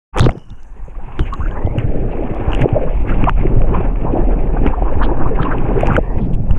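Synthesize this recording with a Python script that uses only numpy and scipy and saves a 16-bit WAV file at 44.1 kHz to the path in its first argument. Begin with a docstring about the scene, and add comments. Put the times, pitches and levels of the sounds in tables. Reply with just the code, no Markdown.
"""Foam gurgles past a surfboard running through small waves, heard from a wet waterproof housing.
Each bubble rings as a mass of water on a spring of air: the smaller the bubble, the higher its pitch.
Drops tick on the microphone port, air pockets ring, and puffs and hollows shape noise by resonance.
A water film in the port cuts the treble; spray leaks through above a notch that climbs as it drains.
Underneath, the turbulent pressure of water and wind buffets the housing."""
import sys
import numpy as np
from scipy import signal
from scipy.fft import rfft, irfft, next_fast_len
from scipy.io import wavfile
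from scipy.ndimage import uniform_filter1d, minimum_filter1d

SR = 44100
rng = np.random.default_rng(int(sys.argv[2]) if len(sys.argv) > 2 else 0)


def digitize_waveform(pressure):
    """Quantize a signal to 16-bit integers and store it at the path in sys.argv[1].

    Rows of a 2-D input are taken as channels; values are limited to [-1, 1].
    """
    field = np.atleast_2d(pressure).T
    bounded = np.clip(field, -1, 1)
    quanta = np.round(bounded * 32767).astype(np.int16)
    wavfile.write(sys.argv[1], SR, quanta)


N = 290398
TIME = np.arange(N) / SR


def gain_of(db):
    """Amplitude ratio: tenfold for every 20 dB."""
    return 10 ** (np.asarray(db) / 20)


def unit_rms(x):
    """Normalisation to a mean square of 1."""
    return x / np.sqrt(np.mean(x ** 2) + 1e-20)


def spectrum_db(points, hz):
    """Spectral envelope, interpolated in log frequency and silent beyond its ends."""
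    freqs, db = np.transpose(points)
    return np.interp(np.log(hz + 1), np.log(freqs + 1), db, left=-140, right=-140)


def envelopes(rows):
    """Amplitude envelopes, one for each dB column, fading in at the first row's time."""
    times, *columns = np.transpose(rows)
    fade_in = np.clip((TIME - times[0]) / .01, 0, 1) ** 2
    return [gain_of(np.interp(TIME, times, db)) * fade_in for db in columns]


def add(mix, start, sound):
    """Superposition of a sound on the mix, from start in seconds."""
    part = mix[max(round(start * SR), 0):][:len(sound)]
    part += sound[:len(part)]


def drift(seconds):
    """Low-passed noise of rms 1: a random fluctuation on the given time scale."""
    size, noise = max(round(seconds * SR / np.sqrt(2)), 2), rng.standard_normal(N)
    for _ in range(4):
        noise = uniform_filter1d(noise, size)
    return unit_rms(noise)


def patches(shape, rows, columns):
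    """A random field of rms 1, correlated over so many rows and columns."""
    field = uniform_filter1d(rng.standard_normal(shape), rows, axis=0)
    return unit_rms(uniform_filter1d(field, columns, axis=1))


def ring(db, hz, t60, rise):
    """Damped oscillator: it swells for rise seconds, then loses 60 dB in t60 seconds."""
    t = np.arange(round((rise + t60) * SR) + 8) / SR
    attack = np.sin(np.pi / 2 * np.minimum(t / rise, 1)) ** 2
    decay = gain_of(-60 * np.maximum(t - rise, 0) / t60)
    return gain_of(db) * attack * decay * np.sin(2 * np.pi * hz * t)


def resonate(x, hz, width_hz):
    """Moving resonance by heterodyning: shift the curve hz to zero, low-pass, and shift back."""
    carrier = np.exp(2j * np.pi * np.cumsum(hz) / SR)
    pole = np.exp(-np.pi * width_hz * 2 / SR)
    pair = np.poly([pole, pole])
    return (carrier * signal.lfilter([1], pair, signal.lfilter([1], pair, x / carrier))).real


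def bubbles(lo_hz, hi_hz, cycles, per_s, spread_db, sizes=20):
    """Bubble resonance: randomly timed damped tones that rise in pitch, a few of them strong."""
    strength = gain_of(spread_db * np.minimum(rng.exponential(1, N), 4))
    births = strength * (rng.random(N) < per_s / SR)
    size_of, out = rng.integers(0, sizes, N), np.zeros(N)
    for size, hz in enumerate(np.geomspace(lo_hz, hi_hz, sizes)):
        periods = np.arange(round(4 * cycles * SR / hz)) * hz / SR
        shape = (1 - np.exp(-periods / 0.62)) * np.exp(-periods / cycles)
        tone = shape * np.sin(2 * np.pi * periods * (1 + 0.027 * periods))
        out += signal.oaconvolve(births * (size_of == size), tone * np.sqrt(hz))[:N]
    return unit_rms(out)


def water(spectrum, bubbling, bubble_share, flutter_db, flutter_s):
    """Incoherent sum: fluttering turbulence and bubbles share the power under one spectrum."""
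    size = next_fast_len(N)
    colour = gain_of(spectrum_db(spectrum, np.fft.rfftfreq(size, 1 / SR)))
    turbulence = rng.standard_normal(N) * gain_of(flutter_db * drift(flutter_s))
    hiss, tones = (unit_rms(irfft(rfft(x, size) * colour, size)[:N]) for x in (turbulence, bubbling))
    return np.sqrt(1 - bubble_share) * hiss + np.sqrt(bubble_share) * tones


RUMBLE, SLOSH, GURGLE, FROTH, RUSH, MIST = 0, 1, 2, 3, 4, 5.5  # layers, from coarse to fine
# Surges of the water. Each row: peak time in seconds, gain in dB (negative for a lull),
# place among the layers, half-length in seconds.
SURGES = [(0.519, 30.5, 0.3, 0.088), (1.211, 24.5, 0.83, 0.065), (1.58, 10, 3.05, 0.16),
          (1.8, 15, 4.3, 0.061), (2.482, 25.5, 0.086, 0.046), (2.52, 15.5, 3.54, 0.99),
          (2.621, 24, 4.8, 0.073), (2.643, 22.5, 1.03, 0.13), (2.67, -19, 3.1, 0.017),
          (2.689, -30, 0.43, 0.078), (2.94, -18, 1.64, 0.28), (3.092, 14.5, 4.55, 0.072),
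          (3.284, 18.5, 3.9, 0.48), (3.335, -15.5, 2, 0.14), (3.324, -16, 4.6, 0.21),
          (3.77, 19, 3.43, 0.25), (3.972, -9.5, 1.45, 0.12), (4.17, 7.5, 2.33, 0.18),
          (4.67, 13.5, 1.38, 0.13), (4.671, 12, 3.35, 0.12), (4.74, -17, 1.17, 0.24),
          (5.35, -9, 3.8, 0.083), (5.025, 11, 3.02, 0.63), (5.25, -9.5, 6.7, 0.87), (5.41, 9.5, 3.14, 0.23),
          (5.988, 29, 2.32, 0.022), (6.53, 11, 0.53, 0.11)]


def surging(layer):
    """Amplitude modulation of one layer: each surge acts most on the bubble sizes nearest its own."""
    db = np.zeros(N)
    for peak_s, peak_db, place, half_length in SURGES:
        swell = np.bartlett(round(half_length * 2 * SR)) ** 2.41
        nearness = np.exp(-(layer - place) ** 2)
        add(db, peak_s - len(swell) / 2 / SR, peak_db * nearness * swell)
    return gain_of(db)


# Buffeting before surges. Each row: time in seconds, rumble level in dB, slosh level in dB.
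BUFFET_LEVELS = [(.125, -23, -50), (.21, -10, -10.5), (.29, -6.5, -12.5), (.32, -44, -21), (.41, -39, -44),
                 (.59, -33.5, -49.5), (1.14, -21.5, -39), (1.86, -13, -22.5), (2.44, -16, -30),
                 (3.05, -9.5, -16.5), (4.3, -13, -24), (5.23, -9.5, -25.5), (5.93, -14, -16.5),
                 (6.06, -11, -28), (6.3, -18.5, -17.5), (6.58, -11.5, -26.5)]
# Spectra of the two layers. Each row: frequency in Hz, relative density in dB.
RUMBLE_SPECTRUM = [(3, -11.5), (11, 1.5), (19, -1.5), (27, -3), (42, -5), (62, -14), (90, -33),
                   (200, -53.5)]
SLOSH_SPECTRUM = [(35, -21.5), (65, 0.5), (120, 3.5), (200, -2), (300, -14.5), (600, -55)]


def buffeting():
    """Turbulent pressure on the housing: a deep rumble, and a slosh with large bubbles in it."""
    rumble_gain, slosh_gain = envelopes(BUFFET_LEVELS)
    rumble = water(RUMBLE_SPECTRUM, np.zeros(N), bubble_share=0, flutter_db=1, flutter_s=0.076)
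    large = bubbles(68.5, 220, cycles=0.93, per_s=60, spread_db=6.6)
    slosh = water(SLOSH_SPECTRUM, large, bubble_share=0.41, flutter_db=2.8, flutter_s=0.031)
    return rumble_gain * surging(RUMBLE) * rumble + slosh_gain * surging(SLOSH) * slosh


WET_HZ, DRAINED_HZ, FILM_WAVER_HZ = 4380, 6350, 110
# Dousings that thicken the film. Each row: time in seconds, climb of the edge in Hz per second.
DOUSINGS = [(.2, 3260), (6.0, 894)]


def film_edge(t):
    """Transmission through a water film: the notch's upper edge, in Hz, climbs as the film drains."""
    edge = np.full(len(t), float(WET_HZ))
    for start, climb in DOUSINGS:
        edge = np.where(t >= start, np.minimum(WET_HZ + climb * (t - start), DRAINED_HZ), edge)
    return edge + FILM_WAVER_HZ * np.interp(t, TIME, drift(.06))


MIST_DB, MIST_NOTCH_DB = -74, 7.5
WET_NOTCH_DB, RUN_OFF_S = 2, 1.7  # the notch is deeper until the first film has run off
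# Spectrum of spray and mist. Each row: frequency in Hz, relative density in dB.
SPRAY_SPECTRUM = [(3000, -5.5), (7000, -12.5), (10000, -16), (11500, -22), (13000, -40), (15500, -62)]
# Bursts of fine spray. Each row: start in seconds, peak level in dB, length in seconds.
SPRAY_BURSTS = [(0.139, -65.5, 1), (1.18, -64, 0.18), (0.831, -68, 0.13), (1.299, -65.5, 0.47),
                (2.48, -66, 0.17), (6.093, -72.5, .4)]


def spray():
    """Filtering by the film: patchy spray and a faint mist leak through above its notch."""
    level = np.zeros(N)
    for start, db, length in SPRAY_BURSTS:
        progress = np.linspace(0, 1, round(length * SR))
        add(level, start, gain_of(db) * np.sin(np.pi * progress ** 0.4) ** 2)  # peaks early
    crackle = rng.standard_normal(N) * gain_of(4.2 * drift(.003) + 2.2 * drift(.015))
    hz, t, frames = signal.stft(crackle, SR, nperseg=256)
    above_hz = hz[:, None] - film_edge(t)
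    colour_db = spectrum_db(SPRAY_SPECTRUM, hz)[:, None]
    burst_gain = gain_of(colour_db - np.clip(-above_hz / 8.2, 0, 35) - np.clip(above_hz / 250, 0, 12))
    burst_gain *= np.interp(t, TIME, level) / np.sqrt((burst_gain ** 2).mean(0))
    notch_db = MIST_NOTCH_DB + WET_NOTCH_DB * (t < RUN_OFF_S)
    mist_gain = gain_of(colour_db - np.clip(-above_hz / 47, 0, notch_db))
    mist_gain *= gain_of(MIST_DB) * (t > SPRAY_BURSTS[0][0]) / np.sqrt((mist_gain ** 2).mean(0))
    bursts = frames * burst_gain * gain_of(2.5 * patches(frames.shape, 8, 3)) / crackle.std()
    mist = signal.stft(rng.standard_normal(N) * surging(MIST), SR, nperseg=256)[2] * mist_gain
    return signal.istft(bursts + mist, SR, nperseg=256)[1][:N]


# Hollows that whistle as the port drains, and two air pockets that chirp upward near 5.0 s and 5.4 s. Each row:
# start and end in seconds, first and last frequency in Hz, first and last level in dB.
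HOLLOWS = [(0.332, 0.67, 2950, 2830, -58.5, -65), (0.425, 0.89, 1200, 2040, -62, -64),
           (1.5, 1.708, 1090, 765, -41, -36), (1.19, 1.293, 3100, 2860, -44, -54),
           (1.27, 1.494, 2880, 2620, -55, -57), (1.33, 1.565, 6200, 6950, -69, -70),
           (1.413, 1.485, 1340, 1660, -34, -42), (1.488, 1.75, 1520, 2300, -40.5, -51),
           (1.556, 1.597, 1780, 1930, -34, -50), (2.766, 2.962, 504, 540, -25.5, -29),
           (5.003, 5.038, 830, 1400, -31, -17), (5.387, 5.412, 870, 1530, -23, -20.5),
           (6.015, 6.296, 1010, 815, -37, -46.5), (6.005, 6.167, 1800, 1900, -49, -48)]


def hollows():
    """Cavity resonance: fluttering noise takes a pitch that glides as the air space changes."""
    out, flutter = np.zeros(N), rng.standard_normal(N) * gain_of(3.2 * drift(.008))
    for start, end, from_hz, to_hz, from_db, to_db in HOLLOWS:
        size = round((end - start) * SR)
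        glide = np.linspace(from_hz, to_hz, size)
        whistle = unit_rms(resonate(flutter[round(start * SR):][:size], glide, width_hz=180))
        shape = gain_of(np.linspace(from_db, to_db, size)) * signal.windows.tukey(size, .3)
        add(out, start, shape * whistle)
    return out


PUFF_WIDTH_RATIO, PUFF_WIDEST_HZ = 0.33, 2400
PORT_HZ, PORT_WIDTH_HZ = 3170, 930
# Puffs and sloshes through the port. Each row: middle in seconds, peak level in dB,
# centre frequency in Hz, length in seconds.
PUFFS = [(0.201, -36, 5500, 0.047), (0.24, -22, 175, 0.066), (0.246, -36, 3770, 0.086),
         (1.558, -35, 1110, 0.061), (1.8, -37.5, 1740, 0.076), (2.124, -42.5, 2400, 0.048),
         (2.532, -58, 6700, 0.035), (2.584, -67, 10500, 0.095), (3.107, -32, 1360, 0.13),
         (3.406, -41, 2150, 0.094), (3.748, -23, 1010, 0.034), (4.08, -22, 866, 0.061),
         (4.169, -19, 710, 0.052), (4.575, -36, 1360, 0.041), (4.738, -33.5, 1200, 0.061),
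         (4.877, -24, 1050, 0.068), (5.029, -23.5, 1420, 0.044), (5.106, -24.5, 855, 0.068),
         (5.267, -24, 980, 0.063), (5.422, -33.5, 1380, 0.11), (5.455, -37, 2450, 0.036),
         (5.525, -22.5, 1390, 0.05), (5.773, -15.5, 403, .07), (5.873, -57, 6600, 0.052),
         (6.218, -19.5, 195.6, 0.13), (6.343, -43.5, 2900, 0.035), (6.346, -57, 7600, 0.037)]
# Air hissing at the port's resonance. Each row: middle in seconds, peak level in dB, length in seconds.
PORT_HISSES = [(1.204, -42, 0.018), (5.043, -36.5, 0.058), (5.423, -41.5, 0.053), (6.233, -56.5, 0.13)]


def puffs():
    """Resonance driven by flow noise: short sputtering bursts, each in one band."""
    out, sputter = np.zeros(N), gain_of(2.8 * drift(0.0057))
    rushes = [(middle, db, hz, min(PUFF_WIDTH_RATIO * hz, PUFF_WIDEST_HZ), length)
              for middle, db, hz, length in PUFFS]
    hisses = [(middle, db, PORT_HZ, PORT_WIDTH_HZ, length) for middle, db, length in PORT_HISSES]
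    for middle, db, hz, width_hz, length in rushes + hisses:
        size = round(length * SR)
        band = resonate(rng.standard_normal(6000), np.full(6000, hz), width_hz)[-size:]
        add(out, middle - length / 2, gain_of(db) * unit_rms(band) * np.hanning(size))
    return out * sputter


# Slaps of water on the housing. Each row: start in seconds, peak level in dB, pitch in Hz.
SLAPS = [(0.202, -1, 96), (0.282, -14, 76), (1.202, -9, 72), (1.394, -10, 70.4), (1.647, -5, 90.7),
         (1.776, -5.5, 113.4), (2.475, -16, 99.6), (2.617, -11.5, 78.6), (2.726, -3, 108), (3.566, -5, 110),
         (4.67, -7.5, 69.6), (4.813, -16, 74.4), (4.953, -7, 72.2), (5.95, -7.5, 73), (6.167, -17, 106),
         (6.503, -6, 89)]


def slaps():
    """Impulse response: each slap pushes the housing into a low, damped thud."""
    out = np.zeros(N)
    for start, db, hz in SLAPS:
        add(out, start, ring(db, hz, t60=11 / hz, rise=0.41 / hz))
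    return out


# Air pockets. Each row: start in seconds, peak level in dB, pitch in Hz, length in seconds.
AIR_POCKETS = [(0.265, -1.5, 436, 0.0083), (0.289, -6.5, 690, 0.0095), (0.353, -18, 387, 0.0069),
               (0.879, -28, 448, 0.012), (0.943, -39, 1126, 0.027), (0.981, -36, 510, 0.026),
               (1.19, -11, 333, 0.016), (1.318, -21, 1100, 0.045), (1.399, -26, 1103, 0.037),
               (1.427, -29, 1500, 0.014), (1.457, -27, 1546, 0.017), (1.673, -8, 520, 0.0038),
               (1.76, -12.5, 603, 0.011), (1.944, -19.5, 526, 0.013), (2.216, -18.5, 650, 0.03),
               (2.63, -14.5, 650, 0.032), (2.656, 9, 490, 0.0088), (2.749, -7, 553, 0.047),
               (2.825, -15, 508, 0.028), (3.229, -11, 305, 0.024), (3.26, -19, 1200, 0.045),
               (3.271, -8.5, 710, 0.015), (3.281, -3.5, 926, 0.014), (3.447, -10, 363, 0.024),
               (3.637, -18, 550, 0.015), (3.713, -16.5, 378, 0.039), (4.136, -15.5, 344, 0.014),
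               (4.565, -16.5, 743, 0.016), (4.657, -5.5, 333, 0.014), (4.729, -16.5, 972, 0.026),
               (4.77, -20.5, 710, 0.04), (4.822, -6.5, 627, 0.0046), (4.92, -13, 505, 0.012),
               (5.262, -15.5, 340, 0.0077), (5.304, -16, 470, 0.039), (5.448, -17, 1105, 0.023),
               (5.539, -21, 970, 0.032), (5.464, -10.5, 962, 0.015), (5.831, -1.5, 613, 0.0084),
               (5.897, -15, 1285, 0.044), (5.952, -20, 1840, .01), (5.964, -4, 1347, 0.0077),
               (5.977, -6, 476, 0.015)]


def air_pockets():
    """Volume oscillation: trapped air rings at a wobbling, rising pitch until its pocket closes."""
    out, wobble, tremble = np.zeros(N), drift(0.0038), drift(0.0018)
    for start, db, hz, length in AIR_POCKETS:
        progress = np.linspace(0, 1, round(max(length, .004) * SR))
        span = round(start * SR) + np.arange(len(progress))
        pitch = hz * (1 + 0.082 * (progress - .5) + 0.085 * wobble[span])
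        shape = np.sin(np.pi * progress ** 0.67) ** 2.66 * gain_of(db + 2.4 * tremble[span])
        add(out, start, shape * np.sin(2 * np.pi * np.cumsum(pitch) / SR))
    return out


KNOCK_HZ, PITCH_SCATTER, SPLIT_S = 1200, 0.17, .0008
# Drops on the port, before scatter. Each row: time in seconds, click level in dB, click pitch in Hz,
# ping level in dB, ping pitch in Hz, knock level in dB.
DROPS = [(0.1656, -47, 8000, -48, 2770, -8), (0.175, -29, 7960, -24, 3000, -12),
         (0.185, -21, 7800, -17, 3260, -17), (0.189, -39, 9500, -32, 5860, -14),
         (0.1956, -13.5, 7500, -15, 3270, -1.5), (0.204, -37, 9500, -36, 5800, -26),
         (0.206, -36, 8000, -7, 3720, -27), (0.218, -27, 6000, -21, 3700, -21),
         (0.227, -39, 5000, -35, 2300, -15), (0.231, -38.5, 6740, -24.5, 3280, -34),
         (0.2425, -28, 5450, -19, 3700, -36), (.258, -32, 6000, -22.5, 3000, -16),
         (0.262, -27, 5000, -22, 2760, -3.5), (0.292, -32.5, 6760, -17.5, 2120, -9),
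         (0.3084, -40, 6900, -23.5, 2760, -31), (0.318, -50, 6000, -34, 3080, -33),
         (0.3807, -47, 6000, -53, 3500, -37), (0.503, -48, 4400, -35, 3620, -37),
         (0.632, -44, 6400, -58, 3280, -49), (1.193, -34.5, 6800, -20.5, 3140, -11),
         (1.338, -26, 4900, -32, 3700, -26), (1.511, -47, 4500, -35, 2990, -33),
         (1.662, -47.5, 4500, -34, 3060, -31), (1.7842, -37.5, 8300, -16, 2750, -20),
         (2.348, -43.5, 7000, -40, 3180, -44), (2.519, -45, 6500, -22, 2800, -27),
         (2.5323, -49, 6500, -16, 2780, -12), (2.5487, -29.5, 7600, -17.5, 2820, -23),
         (2.615, -34, 7740, -31, 2870, -33), (2.69, -64, 4000, -21, 2500, -40),
         (3.241, -42, 7600, -12, 2400, -8), (3.2947, -38, 6500, -15.5, 2790, 0),
         (3.468, -63, 4070, -22, 2180, -37), (3.618, -62, 4000, -29, 2440, -18),
         (3.958, -69, 4030, -31, 2330, -47), (4.665, -43.5, 6050, -19.5, 2570, -9),
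         (4.673, -42, 4070, -15.5, 2280, -28), (5.583, -62, 4000, -25, 2590, -33),
         (5.664, -64, 3800, -30, 2300, -30), (5.8088, -33.5, 8800, -16.5, 2400, -16),
         (5.857, -45, 4800, -27, 2480, -33), (5.8707, -28, 6640, -18, 2500, -13),
         (5.934, -48, 7550, -46, 7400, -13), (5.966, -25, 7800, -17.5, 2960, 1),
         (6.509, -44, 7500, -24.5, 2850, -17.5)]


def drops():
    """Impact excitation: three fragments of each drop click and ping the port; the housing knocks."""
    out, chances = np.zeros(N), rng.uniform(-1, 1, (len(DROPS), 3, 4))
    for (start, click_db, click_hz, ping_db, ping_hz, knock_db), chance in zip(DROPS, chances):
        for fragment, (late, bright, high, strong) in zip((-1, 0, 1), chance):
            at = start + SPLIT_S * late / 2
            click_pitch = click_hz * (1 + PITCH_SCATTER * (fragment + 0.34 * bright))
            ping_pitch = ping_hz * (1 + 0.57 * PITCH_SCATTER * fragment * (1 + 0.45 * high))
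            add(out, at, ring(click_db - 3 * fragment + 1.5 * strong, click_pitch, .0012, rise=.00019))
            add(out, at, ring(ping_db - 11 * abs(fragment) - 1.3 * strong, ping_pitch, .006, rise=.0012))
        knock_pitch = KNOCK_HZ * (1 + PITCH_SCATTER * chance[0, 0])
        add(out, start, ring(knock_db, knock_pitch, t60=.0058, rise=.00049))
    return out


# Bands where the film damps the foam. Each row: start and end in seconds, first and last centre
# in Hz, half-width in Hz, depth in dB (negative for a lift).
DAMPED_BANDS = [(0.378, .88, 1950, 2300, 330, 0), (5.12, 5.38, 1600, 1470, 350, 0.5),
                (1.44, 1.76, 1200, 1750, 220, 5), (1.807, 2.12, 1080, 946, 300, 6.5),
                (2.908, 3.06, 1600, 1700, 450, 4.5), (3.298, 3.37, 1500, 1700, 550, 10),
                (5.985, 6.18, 1380, 1330, 180, 10), (6.258, 6.5, 1600, 1400, 600, -1.5)]


def film_damping(sound):
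    """Selective absorption: the film dulls gliding bands and ripples the spectrum by about 1 dB."""
    hz, t, frames = signal.stft(sound, SR, nperseg=512, noverlap=384)
    db = patches(frames.shape[::-1], 24, 6).T
    for start, end, from_hz, to_hz, width_hz, depth_db in DAMPED_BANDS:
        fade = np.clip(np.minimum(t - start, end - t) / .012, 0, 1)
        centre_hz = np.interp(t, (start, end), (from_hz, to_hz))
        db -= depth_db * fade * np.exp(-((hz[:, None] - centre_hz) / width_hz) ** 2)
    return signal.istft(frames * gain_of(db), SR, nperseg=512, noverlap=384)[1][:N]


RUSH_DB, RUSH_FOLLOW = -11.5, 0.95  # the rush lies below the froth and follows it a little loosely
# Foam passing the port, before surges. Each row: time in seconds, gurgle level in dB,
# froth level in dB relative to the gurgle.
FOAM_LEVELS = [(0.125, -61.5, 14), (0.173, -18.5, 0), (.27, -22, -16), (.45, -57.5, -2), (1.17, -41, 2),
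               (1.44, -35, -6), (1.9, -22.5, -18), (2.531, -26.5, -14.5), (2.97, -22.5, -16),
               (3.6, -25, -15), (4.37, -23.5, -13), (5.001, -28, -12.5), (5.721, -22, -8),
               (5.969, -21.5, -4.5), (5.996, -34, -8), (6.15, -27.5, -13.5), (6.42, -35, -18),
               (6.58, -34, -5)]
# Spectra of the three layers. Each row: frequency in Hz, relative density in dB.
GURGLE_SPECTRUM = [(110, -33), (210, 7.5), (400, 5.5), (600, 2), (850, -4.5), (1100, -52), (2000, -62.5)]
FROTH_SPECTRUM = [(450, -20), (780, 10.5), (1050, 4), (1400, -2.5), (1800, -5), (2300, -39), (3500, -60.5)]
RUSH_SPECTRUM = [(1100, -28.5), (1600, -8.5), (2050, -6.5), (2600, -6.5), (3050, -17), (3500, -26.5),
                 (3900, -39), (4800, -44), (9000, -44.5), (11500, -74.5), (13500, -86.5)]


def foam():
    """Bubble resonance falls with size: big bubbles gurgle, small ones froth, the finest rush."""
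    gurgle_gain, froth_gain = envelopes([(s, db, db + froth_db) for s, db, froth_db in FOAM_LEVELS])
    rush_gain = gain_of(RUSH_DB) * froth_gain ** RUSH_FOLLOW * gurgle_gain ** (1 - RUSH_FOLLOW)
    swell = drift(0.027)  # moves all three layers together
    big = bubbles(217.6, 920, cycles=2.6, per_s=300, spread_db=2)
    gurgle = water(GURGLE_SPECTRUM, big, bubble_share=0.69, flutter_db=0.91, flutter_s=0.0075)
    small = bubbles(738, 1900, cycles=2.2, per_s=370, spread_db=2.3)
    froth = water(FROTH_SPECTRUM, small, bubble_share=0.26, flutter_db=3.2, flutter_s=0.018)
    finest = bubbles(1800, 3400, cycles=2.8, per_s=1000, spread_db=1.4)
    rush = water(RUSH_SPECTRUM, finest, bubble_share=0.41, flutter_db=5.5, flutter_s=0.017)
    return (gurgle_gain * surging(GURGLE) * gain_of(0.55 * swell) * gurgle
            + froth_gain * surging(FROTH) * gain_of(0.41 * swell) * froth
            + rush_gain * surging(RUSH) * gain_of(1.6 * swell) * rush)


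def scene():
    """Superposition: the pressures of all sources add at one microphone."""
    flow = buffeting() + film_damping(foam())
    return (flow + hollows() + spray() + drops() + air_pockets() + slaps() + puffs())[None]


def record(dry):
    """Peak limiting and band limiting: the gain ducks around each peak, then a low-pass follows."""
    ceiling, cutoff_hz = .93, 15750
    gain = minimum_filter1d(ceiling / np.maximum(abs(dry), ceiling), size=451)
    for _ in range(3):
        gain = uniform_filter1d(gain, size=150)
    low_pass = signal.firwin(511, cutoff_hz, window=("kaiser", 9), fs=SR)
    return signal.oaconvolve(dry * gain, low_pass[None], "same")


dry = scene()
out = record(dry)
digitize_waveform(out)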